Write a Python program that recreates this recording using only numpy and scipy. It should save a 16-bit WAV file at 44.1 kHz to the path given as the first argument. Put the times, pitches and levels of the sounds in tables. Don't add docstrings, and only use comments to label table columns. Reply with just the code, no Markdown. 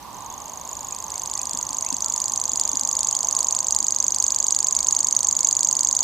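import sys
import numpy as np
from scipy import signal
from scipy.fft import rfft, irfft
from scipy.io import wavfile
from scipy.ndimage import uniform_filter1d

SR = 44100
rng = np.random.default_rng(int(sys.argv[2]) if len(sys.argv) > 2 else 0)


def linear_from_db(decibels):
    return 10 ** (np.asarray(decibels, float) / 20)


def bounce(signal):
    frames = np.transpose(np.atleast_2d(signal))
    limited = np.clip(frames, -1, 1)
    pcm = np.round(limited * 32767).astype(np.int16)
    wavfile.write(sys.argv[1], SR, pcm)


N = 266275

# (frequency [Hz], level per Hz [dB], likeness of the two sides [0-1])
AIR = [(25, -22.5, .8), (41.2, -19, 0.93), (58.4, 1, 0.99), (77.6, -4.5, 0.69), (146, -4.5, 0.13),
       (271, -5, 0.4), (443, -10, 0.25), (1400, -15, 0.71), (2420, -18.5, 0.38), (4290, -15.5, 0),
       (9930, -22.5, 0), (14900, -21.5, 0), (16460, -43.5, .2)]
AIR_DB = -44.5
# (time [s], level [dB], low hum against it [dB])
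ROAD = [(0, -41, -11.5), (.5, -40.5, -7), (1.5, -40.5, -7.5), (2.3, -40.5, -8.5), (2.8, -41, -4),
        (3.3, -37.5, -6.5), (3.8, -42, -3.5), (4.4, -42.5, -7), (6.04, -42, -5)]
# (frequency [Hz], level [dB])
ROAD_COLOUR = [(300, -23), (600, -16), (760, -6), (850, 0.5), (1030, 2.5), (1150, -2), (1230, -8.5),
               (1300, -31.5), (1600, -48)]
# (time [s], peak level [dB], pitch [Hz])
KNOCKS = [
    (1.541, -38, 266.5),
    (1.701, -40, 274.5),
    (1.923, -32.5, 260.6),
    (2.526, -38.5, 253),
    (2.735, -36, 274.7),
    (2.824, -41, 248.7),
    (3.82, -39.5, 269.6),
]
# (time [s], length [s], start pitch [Hz], end pitch [Hz], level [dB])
FAR_BIRDS = [(0.156, 0.0144, 3100, 3196, -55.5), (0.21, 0.017, 3900, 3860, -54),
             (.285, .012, 3800, 3590, -62), (0.308, 0.0098, 3450, 3470, -47), (0.9, 0.042, 2200, 2686, -54),
             (1.084, 0.088, 1380, 1440, -60), (1.129, 0.0253, 1950, 2395, -53),
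             (1.354, 0.0234, 1950, 1982, -52.5), (1.382, 0.033, 2195, 2760, -52),
             (1.504, 0.0404, 3300, 3594, -54), (1.584, 0.067, 1380, 1400, -61),
             (1.838, 0.0387, 1940, 2585, -49), (1.859, 0.0425, 2600, 2712, -50.5),
             (2.013, 0.082, 1330, 1333, -58.5), (2.485, 0.028, 4150, 3180, -49),
             (2.607, 0.026, 4000, 3100, -48.5), (2.684, 0.0236, 3700, 3370, -49),
             (2.994, 0.0187, 3950, 3290, -49), (3.122, .04, 2900, 3500, -50.5),
             (4.76, 0.058, 2190, 2213, -58), (5.05, .08, 2195, 2176, -62.5), (5.39, 0.074, 2190, 2204, -60),
             (5.61, 0.048, 2190, 2190, -68.5)]

# (beat number, time of its whistle [s])
PACE = [(0, 0.0272), (2, 0.1068), (5, 0.2217), (7, 0.3011), (26, 1.041), (27, 1.0812), (29, 1.1564),
        (45, 1.7847), (51, 2.0221), (53, 2.0987), (73, 2.8896), (76, 3.0065), (84, 3.3259), (108, 4.2805),
        (120, 4.7655), (124, 4.925), (147, 5.8478), (151, 6.0058)]
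# (time [s], whistle peak level [dB], early pitch [Hz])
EFFORT = [(0.03, -39.5, 6060), (0.26, -27, 6585), (0.53, -24.5, 6650), (0.65, -25, 6560),
          (0.69, -21.5, 6812), (1.12, -20.5, 6633), (1.2, -16.5, 6644), (1.59, -15.5, 6715),
          (2.02, -12, 6590), (2.1, -12, 6840), (2.41, -10.5, 6508), (2.53, -10.5, 6734), (3.68, -8, 6723),
          (4.2, -8, 6465), (4.28, -7.5, 6806), (5.25, -7, 6650), (5.29, -7, 6818), (6.01, -6, 6680)]
# (time [s], level change [dB], pitch change [Hz])
ACCENTS = [(0.03, 3.96, 85.5), (0.07, -7.5, 145), (0.14, 4.5, 90), (0.92, 2.53, 126), (0.96, -0.95, -128),
           (1.08, -3.5, -267), (1.27, -1.55, -175), (1.67, -2.64, -185), (1.71, -2, -47.5),
           (1.98, -7.5, -236), (2.3, -4, -40), (2.61, 3.5, 71), (2.73, -1.72, -156), (2.81, -0.45, -183),
           (3.13, -3, -44), (3.21, -2.2, -69), (3.25, -2.67, -92), (3.56, -3.1, -32.5), (3.64, -5.5, -209),
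           (3.76, 1.7, 120), (3.84, -3, 101.5), (4.04, -0.5, 182.5), (4.08, 1.6, 165.5), (4.16, -3, 14.5),
           (4.2, 1.57, 266.5), (4.64, -1.47, -129), (4.85, -2.45, -140), (4.93, 0.25, 138),
           (5.16, 3.5, -80), (5.21, -1.5, -85)]
WHISTLE_SCATTER_DB, WHISTLE_SCATTER_HZ = .8, 40
FALTER_MS_PER_DB = 0.09
WHISTLE_SAG, WHISTLE_FADE, SNAP_DB, SNAP_MS = 0.547, 0.731, -29, 0.3
OCTAVE_DB, OCTAVE_DB_PER_DB = -31, -1.53

# (time from the top [ms], pitch [Hz], fundamental level [dB], octave level [dB])
FLICK = [
    (-1.5, 3100, -53, -46),
    (-1.403, 3480, -26, -11.5),
    (-0.996, 4365, -13, -8),
    (-0.458, 5236, -7, -25.5),
    (0.113, 7647, -2.5, -27.5),
    (0.154, 7330, -1.5, -33),
    (1, 4500, -35.5, -59.5),
]
# (time [s], level [dB])
WARM_UP = [(.1, -50), (.45, -6.5), (.9, 3), (1.3, 5), (2, 5), (6, 1.5)]
# (time [s], level [dB])
FLICK_SHARE = [(.13, 4.5), (.6, -2), (1.3, 1), (2.2, -1.5), (3.3, -.5), (4.3, -1.5), (6, -1.5)]
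# (time [s], level change [dB])
SLIPS = [(.25, -4.5), (.29, -25), (.37, -8.5), (.64, -2), (1.03, -3.5), (1.65, -5), (2.72, -3),
         (3.63, -5.5)]
FLICK_LEAD_MS, FIRST_FLICK_S = 14.6, .12
FLICK_SCATTER_DB, FLICK_SCATTER_MS = 1.2, .3
# (time from the top [ms], pitch [Hz], level [dB], octave level [dB], length [ms])
TICK = (-5, 3833, -25, -25, 0.2687)
# (time [s], level [dB])
TICK_SHARE = [(.1, -30), (.5, 9), (1.1, 10), (2, 4.5), (6, 4)]

# (frequency [Hz], width [Hz], level [dB])
THROAT = [(3500, 133, 7), (4000, 203, -13.5), (4955, 528, 4), (5191, 266, -18.5), (5190, 180, -1.5),
          (5890, 123, -13.5), (7311, 430, 7), (8006, 263, 4), (9700, 102, 0.5)]
MOUTH_SHIFT = .3
# (time [s], left minus right [dB])
BEAK = [(0.0, -1.5), (5.82, -2.5), (6.04, -1.5)]
# (left delay [ms], right delay [ms], level [dB])
TWIGS = [(1.9, 1.9, -15), (3.7, 3.7, -16), (5.4, 5.6, -18), (9.3, 9.8, -17)]
THICKET_DB, THICKET_T60_S, FAR_DB, FAR_T60_S = -14, .05, -27, .4
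# (frequency [Hz], threshold under the loudest nearby moment [dB])
STARVE = [(1800, -84), (2600, -42.5), (4500, -45), (7000, -66), (9500, -48), (12000, -42.5), (14500, -49),
          (16000, -24.5)]


def curve(table, x):
    return np.interp(x, *np.transpose(table))


def shaped(noise, hz, db):
    f = np.maximum(np.arange(N // 2 + 1) * SR / N, 1)
    return irfft(rfft(noise) * linear_from_db(np.interp(np.log(f), np.log(hz), db)), N)


def level(x, db):
    return x * linear_from_db(db) / np.sqrt(np.mean(x ** 2))


def walk(rate):
    k = int(SR / rate)
    steps = np.repeat(rng.standard_normal(N // k + 1), k)
    return 1.29 * uniform_filter1d(uniform_filter1d(steps, k), k)[:N]


def add(out, s, hz, gain, octave, start):
    phase = start + 2 * np.pi * np.cumsum(hz) / SR
    i = int(s * SR)
    tone = (gain * np.sin(phase) + octave * np.sin(2 * phase + start))[:N - i]
    out[i:i + len(tone)] += tone


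def air():
    hz, db, like = np.transpose(AIR)
    like = np.clip(like, 0, .99)
    mid, side = (shaped(rng.standard_normal(N), hz, db + 10 * np.log10(1 + k * like)) for k in (1, -1))
    flutter_db = 0.31 * walk(3.2) + np.array([[-.4], [.4]])
    return level(np.array([mid + side, mid - side]), AIR_DB) * linear_from_db(flutter_db)


def road():
    s, db, low_db = np.transpose(ROAD)
    db, low_db = (np.interp(np.arange(N) / SR, s, c) for c in (db, low_db))
    noise = rng.standard_normal((4, N))
    tyres = level(shaped(noise[0] + 0.193 * noise[1:3], *np.transpose(ROAD_COLOUR)), 0)
    tyres = tyres * linear_from_db(0.94 * walk(9.9))
    hum = shaped(noise[3] + 0.312 * noise[1:3], [324, 557, 732.5, 928], [-30.5, -4, -4, -27])
    hum = level(hum, -4) * linear_from_db(low_db + 1.0 * walk(6.71))
    return linear_from_db(db + np.array([[-2.7], [2.7]])) * (tyres + hum)


def knocks():
    out, t = np.zeros((2, N)), np.arange(int(.06 * SR)) / SR
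    for s, db, hz in KNOCKS:
        shape = t / 0.00773 * np.exp(1 - t / 0.00555) * linear_from_db(db + 4.5)
        add(out[0], s, hz + 0 * t, shape * linear_from_db(5.0), 0, 0)
        add(out[1], s + 0.005, 0.801 * hz + 0 * t, shape * linear_from_db(-3.5), 0, 0)
    return out


def far_birds():
    out, t = np.zeros(N), np.arange(int(.15 * SR)) / SR
    for s, length, from_hz, to_hz, db in FAR_BIRDS:
        u = np.arange(0, 1, 1 / (length * SR))
        add(out, s, from_hz + (to_hz - from_hz) * u, linear_from_db(db) * np.sin(np.pi * u) ** .5, 0, 0)
    smear = level(rng.standard_normal((2, len(t))) * linear_from_db(-60 * t / 0.222), 4.5) / np.sqrt(len(t))
    flutter_db = np.array([2.06 + 6 * walk(120), -1.5 + 6 * walk(110)])
    return out * linear_from_db(flutter_db) + signal.fftconvolve(out[None], smear, axes=1)[:, :N]


def thicket(song):
    t, out = np.arange(int(.4 * SR)) / SR, np.zeros((2, N))
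    shares = linear_from_db(5.8 * np.array([walk(1.297) for _ in range(4)]))
    shares = shares / np.sqrt(np.sum(shares ** 2, axis=0))
    treble = signal.butter(1, 5000, "high", fs=SR, output="sos")
    near = level(linear_from_db(-60 * t / THICKET_T60_S), 0) * linear_from_db(THICKET_DB)
    far = level(linear_from_db(-60 * t / FAR_T60_S), 0) * linear_from_db(FAR_DB)
    for share in shares:
        both, own = rng.standard_normal(len(t)), rng.standard_normal((2, len(t)))
        echo = (0.6 * both + 1.1 * own) * (near + far) * (t > .0012) / np.sqrt(len(t))
        for (left, right, db), c in zip(TWIGS, rng.standard_normal((len(TWIGS), 2))):
            delay = np.array([left, right]) * SR / 1000 * (1 + .04 * c[0])
            echo[[0, 1], delay.astype(int)] += linear_from_db(db + 1.5 * c[1])
        echo = signal.sosfilt(treble, echo)
        out += signal.fftconvolve((share * song)[None], echo, axes=1)[:, :N]
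    return out


def throat(x):
    for hz, width, db in THROAT:
        x = x + (linear_from_db(db) - 1) * signal.lfilter(*signal.iirpeak(hz, hz / width, SR), x)
    return x


def beats():
    number, s = np.transpose(PACE)
    s = np.interp(np.arange(number[-1] + 1), number, s)
    s = np.append(s, 2 * s[-1] - s[-2])
    at, db, hz = np.transpose(EFFORT)
    return s, np.interp(s, at, db), np.interp(s, at, hz)


def at_beats(s, rows):
    rows = np.array(rows)
    out = np.zeros((rows.shape[1] - 1, len(s)))
    out[:, np.abs(s[:, None] - rows[:, 0]).argmin(axis=0)] = rows[:, 1:].T
    return out


def flick_rows():
    s, db, _ = beats()
    c = rng.standard_normal((len(s), 2)).T
    s = s - (FLICK_LEAD_MS + FLICK_SCATTER_MS * c[0]) / 1000
    db = db + curve(FLICK_SHARE, s) + at_beats(s, SLIPS)[0] + FLICK_SCATTER_DB * c[1]
    return np.transpose([s, db])[s > FIRST_FLICK_S]


def whistle_rows():
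    s, db, hz = beats()
    c = rng.standard_normal((len(s), 2)).T
    more_db, more_hz = at_beats(s, ACCENTS)
    s = s - FALTER_MS_PER_DB * more_db / 1000
    db = db + more_db + WHISTLE_SCATTER_DB * c[0]
    hz = hz + more_hz + WHISTLE_SCATTER_HZ * c[1]
    return np.transpose([s, db, hz])[:-1]


def flicks():
    out, (ms, hz, one, two) = np.zeros(N), np.transpose(FLICK)
    rows = flick_rows()
    lead, tick_hz, tick_db, tick_two_db, tick_ms = TICK
    for (s, db), c in zip(rows, rng.standard_normal((len(rows), 8))):
        low_db = curve(WARM_UP, s) + 2.6 * c[7]
        t = np.arange(ms[0], ms[-1], 1000 / SR)
        low = low_db * np.clip(-t / 1.84, 0, 1)
        pitch = np.interp(t, ms, hz) * (1 + 0.011 * c[0])
        gain = linear_from_db(db + low + np.interp(t, ms, one))
        octave = linear_from_db(db + low_db + 2.0 * c[1] + np.interp(t, ms, two) - 5)
        add(out, s + ms[0] / 1000, pitch, gain, octave, 9 * c[2])

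        t = np.arange(-2 * tick_ms, 3 * tick_ms, 1000 / SR)
        puff = np.exp(-(t / tick_ms) ** 2) * linear_from_db(db + curve(TICK_SHARE, s) + 2.0 * c[3])
        tick_s = s + (lead + t[0] + .15 * c[4]) / 1000
        pitch = tick_hz * (1 + 0.0058 * c[5]) + 0 * t
        add(out, tick_s, pitch, puff * linear_from_db(tick_db), puff * linear_from_db(tick_two_db), 9 * c[6])
    return out


def whistles():
    out, rows = np.zeros(N), whistle_rows()
    for (s, db, hz), c in zip(rows, rng.standard_normal((len(rows), 4))):
        ms = 4.646 + 0.00276 * (hz - 6700) + 0.413 * c[3]
        t = np.arange(-.6, 1.4 * ms, 1000 / SR)
        onset = 1 / (1 + np.exp(-t / 0.104))
        fade = np.exp(-WHISTLE_SAG * t / ms - WHISTLE_FADE * (np.maximum(t, 0) / ms) ** 4.05)
        gain = linear_from_db(db) * onset * fade
        pitch = hz + 130 - (60 + 10 * c[0]) * t - 380 * np.clip(t / ms, 0, 1.4) ** 2.064
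        octave_db = np.minimum(OCTAVE_DB + 2.0 * c[1] + OCTAVE_DB_PER_DB * (db + 11), -16)
        add(out, s - .0006, pitch, gain, gain * np.exp(-t / 4.0) * linear_from_db(octave_db), 9 * c[2])
        snap = np.diff(rng.standard_normal(len(t) + 1)) * np.exp(-(t / SNAP_MS) ** 2)
        i = int((s - .0006) * SR)
        out[i:i + len(t)] += linear_from_db(db + SNAP_DB + 3.56 * c[0]) * snap
    return out


def scene():
    background = air() + road() + knocks() + far_birds()
    bare = flicks()
    coloured = np.clip(1 - MOUTH_SHIFT * np.abs(walk(25)), 0, 1)
    song = throat(coloured * bare) + (1 - coloured) * bare + whistles()
    direction = linear_from_db(np.array([[.5], [-.5]]) * curve(BEAK, np.arange(N) / SR))
    return direction * (song + thicket(song)) + background


def camera(x):
    turn = np.array([[1, 1], [1, -1.039]]) / np.sqrt(2)
    f, _, z = signal.stft(turn @ x, SR, "cosine", 256, 128)
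    power = np.abs(z[0]) ** 2
    loud = power.sum(axis=0)

    grain_db = np.interp(f, [3000, 6500, 9000], [-17, -27, -14])[:, None]
    grain = uniform_filter1d(power, size=7, axis=0) * linear_from_db(2 * grain_db)
    spray = loud * linear_from_db(2 * -47.)
    noise = rng.standard_normal(z.shape) + 1j * rng.standard_normal(z.shape)
    z = z + noise * np.sqrt(np.abs(grain) + spray) * (f > 2200)[:, None]

    band, pair = np.arange(len(f)) // 4, np.arange(z.shape[2]) // 2
    luck = rng.standard_normal((2, band[-1] + 1, pair[-1] + 1))[:, band][:, :, pair]
    margin_db = curve(STARVE, f)[:, None] + 4.0 * luck + np.array([0, 4])[:, None, None]
    tile = uniform_filter1d(uniform_filter1d(np.abs(z) ** 2, size=4, axis=1), size=2, axis=2)
    tile = tile[:, np.minimum(4 * band + 2, len(f) - 1)]
    tile = tile[:, :, np.minimum(2 * pair + 1, len(pair) - 1)]
    kept = tile > uniform_filter1d(loud, size=15) * linear_from_db(2 * margin_db)
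    return turn @ signal.istft(z * kept, SR, "cosine", 256, 128)[1][:, :N]


def low_pass(x):
    return signal.sosfilt(signal.butter(12, 16480, fs=SR, output="sos"), x)


def record(dry):
    roll_off = signal.cheby2(6, 25, 16900, fs=SR, output="sos")
    mix = signal.sosfilt(roll_off, camera(dry))
    return low_pass(mix)


dry = scene()
out = record(dry)
bounce(out)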